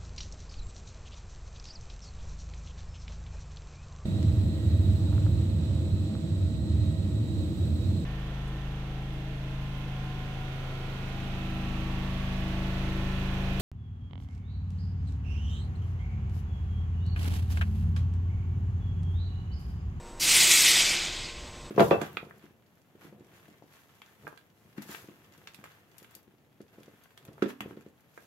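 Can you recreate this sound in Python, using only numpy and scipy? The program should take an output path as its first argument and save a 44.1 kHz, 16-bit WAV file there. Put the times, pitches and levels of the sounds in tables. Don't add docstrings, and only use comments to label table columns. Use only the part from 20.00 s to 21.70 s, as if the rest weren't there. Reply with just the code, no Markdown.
import sys
import numpy as np
from scipy import signal
from scipy.fft import rfft, irfft
from scipy.io import wavfile

SR = 44100
rng = np.random.default_rng(int(sys.argv[2]) if len(sys.argv) > 2 else 0)


def pcm_store(signal):
    levels = np.round(np.clip(np.atleast_2d(signal), -1, 1) * 32767)
    wavfile.write(sys.argv[1], SR, levels.astype(np.int16).T)


N = 74970


def undb(db):
    return 10 ** (np.asarray(db) / 20)


def unit(x):
    return x / np.sqrt(np.mean(x ** 2))


def curve(rows):
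    return np.interp(np.arange(N) / SR, *np.array(rows).T)


def colour_at(rows, hz):
    row_hz, row_db = np.array(rows).T
    return np.interp(np.log(np.maximum(hz, 1)), np.log(row_hz), row_db)


def shape(x, rows):
    gain = undb(colour_at(rows, np.fft.rfftfreq(N, 1 / SR)))
    return unit(irfft(rfft(x) * gain, N))


def walk(rate_hz):
    bin_hz = np.fft.rfftfreq(N, 1 / SR)
    return unit(irfft(rfft(rng.standard_normal(N)) / (1 + (bin_hz / rate_hz) ** 2) ** 2, N))


def fans():
    # (frequency [Hz], relative density [dB])
    colour = [(40, -12), (250, -10.5), (450, -15), (800, -16), (1080, -17.5), (1300, -20), (2200, -24),
              (4500, -29), (8100, -28.5), (8700, -38.5), (12000, -43.5), (15500, -55)]
    level_db, waver_db = -49, 1.77
    return shape(rng.standard_normal(N), colour) * undb(level_db + waver_db * walk(26))


def pump():
    # (time [s], level [dB])
    envelope = [(0, -48), (0.8, -51), (1.25, -45), (1.7, -47)]
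    # (frequency [Hz], relative density [dB])
    colour = [(12, -13), (27, 9.5), (37, -5.5), (60, -0.5), (90, -6), (125, -10), (165, -11), (300, -27),
              (1000, -56)]
    return shape(rng.standard_normal(N), colour) * undb(curve(envelope))


def motors():
    # (frequency [Hz], start level [dB], end level [dB])
    tones = [(246, -67, -61.5), (351.5, -56.5, -60.5), (466.5, -63, -61.5), (498, -61, -63),
             (587, -64, -59.5), (755, -58.5, -79), (934, -56, -66), (1057, -62.5, -57), (1167, -83, -64),
             (3740, -72, -68)]
    drift_hz, waver_db = 1.78, 1
    hum = 0
    for hz, start_db, end_db in tones:
        cycles = np.cumsum(hz + drift_hz * walk(9)) / SR + rng.random()
        level_db = np.linspace(start_db, end_db, N) + waver_db * walk(24)
        hum += np.sqrt(2) * np.sin(2 * np.pi * cycles) * undb(level_db)
    return hum


def drive():
    whine_hz, jitter_hz, level_db = 7960, 16, -61.5
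    cycles = np.cumsum(whine_hz + jitter_hz * walk(200)) / SR
    return np.sqrt(2) * np.sin(2 * np.pi * cycles) * undb(level_db)


def room(x):
    t60_s, tail_db = 0.39, -13
    time_s = np.arange(N) / SR
    tail = rng.standard_normal(N) * np.exp(-np.log(1000) * time_s / t60_s)
    tail /= np.sqrt(np.sum(tail ** 2))
    return x + undb(tail_db) * signal.fftconvolve(x, tail)[:N]


def tank():
    # (time [s], level [dB])
    envelope = [(0.19, -72), (0.25, -44), (0.39, -40.5), (0.6, -47), (0.8, -39.5), (1.0, -44), (1.3, -54),
                (1.7, -79)]
    # (frequency [Hz], relative density [dB])
    colour = [(60, -9), (120, -14), (160, 2.5), (200, -8.5), (290, -6.5), (350, 5), (420, -12.5),
              (600, -5.5), (760, -3.5), (1000, -11), (1600, -2), (4000, -38)]
    return shape(rng.standard_normal(N), colour) * undb(curve(envelope))


def ring(x, hz, width_hz):
    pole = np.exp((2j * np.pi * hz - np.pi * width_hz) / SR)
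    return signal.lfilter([np.sqrt(2 * (1 - abs(pole) ** 2))], [1, -pole], x).imag


def grate(strength):
    # (frequency [Hz], width [Hz], relative level [dB])
    modes = [(2173, 65, -1.5), (2299, 60, 1.5), (2655, 34, -5.5), (3090, 17, -22), (2928, 25, -0.5),
             (3210, 76, 0), (3430, 25, -17), (3470, 23, 1), (4950, 30, -5.5), (4830, 30, -8),
             (5340, 28, -5), (4960, 11, -8)]
    gain_db = -7.5
    blows = rng.standard_normal(N) * strength
    ringing = sum(undb(db) * ring(blows, hz, width_hz) for hz, width_hz, db in modes)
    return undb(gain_db) * ringing / np.sqrt(len(modes))


def droplets():
    rate_per_s, spread_db = 2900, 1
    hits = rng.random(N) < rate_per_s / SR
    signs = rng.choice([-1, 1], N)
    sizes = undb(spread_db * np.minimum(rng.exponential(size=N), 5))
    return unit(hits * signs * sizes)


def hiss():
    # (frequency [Hz], relative density [dB])
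    colour = [(100, -25), (600, -30), (1100, -19.5), (1420, -16), (1530, -8.5), (1630, -20), (1900, -3),
              (2130, -2), (2400, -2), (2640, 2), (2740, -7.5), (2840, -1), (3500, -1.5), (3900, -1),
              (5200, -1.5), (5500, -2.5), (8100, 0), (9000, -4.5), (10200, -8.5), (12500, -10.5),
              (15800, -21)]
    # (frequency [Hz], change [dB])
    spit = [(1500, -7), (2100, -2.5), (2900, -6), (4200, -1), (5200, 8.5), (8000, -0.5), (11000, 6.5),
            (15500, 6.5)]
    # (frequency [Hz], change [dB])
    dulling = [(1500, 2), (4000, 0.5), (6000, -3.5), (7900, -7.5), (8800, -23), (11500, -21.5),
               (15000, -39)]
    droplet_db, flicker_hz, flicker_db = -4.5, 30.8, 2.06
    spit_mix = curve([(0.17, 1), (0.28, 0)])
    dull_mix = curve([(0.61, 0), (1.315, 1)])
    rush = undb(droplet_db) * droplets() + rng.standard_normal(N)
    spectrum = rfft(shape(rush, colour))
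    bin_hz = np.fft.rfftfreq(N, 1 / SR)
    centres_hz = np.geomspace(1000, 16000, 17)
    out = 0
    for hz, weights in zip(centres_hz, np.eye(len(centres_hz))):
        band = irfft(spectrum * np.interp(bin_hz, centres_hz, weights), N)
        change_db = spit_mix * colour_at(spit, hz) + dull_mix * colour_at(dulling, hz)
        out += band * undb(change_db + flicker_db * walk(flicker_hz))
    return out


def jet():
    # (time [s], level [dB])
    envelope = [(0.193, -75), (0.199, -37), (0.21, -31), (0.232, -25.5), (0.265, -25), (0.278, -21),
                (0.33, -20.5), (0.364, -19.5), (0.405, -20), (0.47, -20), (0.495, -20.5), (0.517, -17),
                (0.536, -19.5), (0.64, -20), (0.705, -19), (0.75, -20.5), (0.822, -21), (0.834, -23),
                (0.944, -25.5), (0.968, -29), (1.065, -31.3), (1.09, -35), (1.15, -35.5), (1.21, -38),
                (1.3, -40), (1.33, -44), (1.7, -55)]
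    flutter_hz, flutter_db = 110, 0.5
    strength = undb(curve(envelope) + flutter_db * walk(flutter_hz))
    return hiss() * strength + grate(strength)


def scene():
    mono = fans() + pump() + motors() + drive() + tank() + room(jet())
    return np.array([mono, mono])


def record(dry):
    cutoff_hz = 15750
    return signal.sosfilt(signal.ellip(14, .1, 80, cutoff_hz, fs=SR, output="sos"), dry)


dry = scene()
out = record(dry)
pcm_store(out)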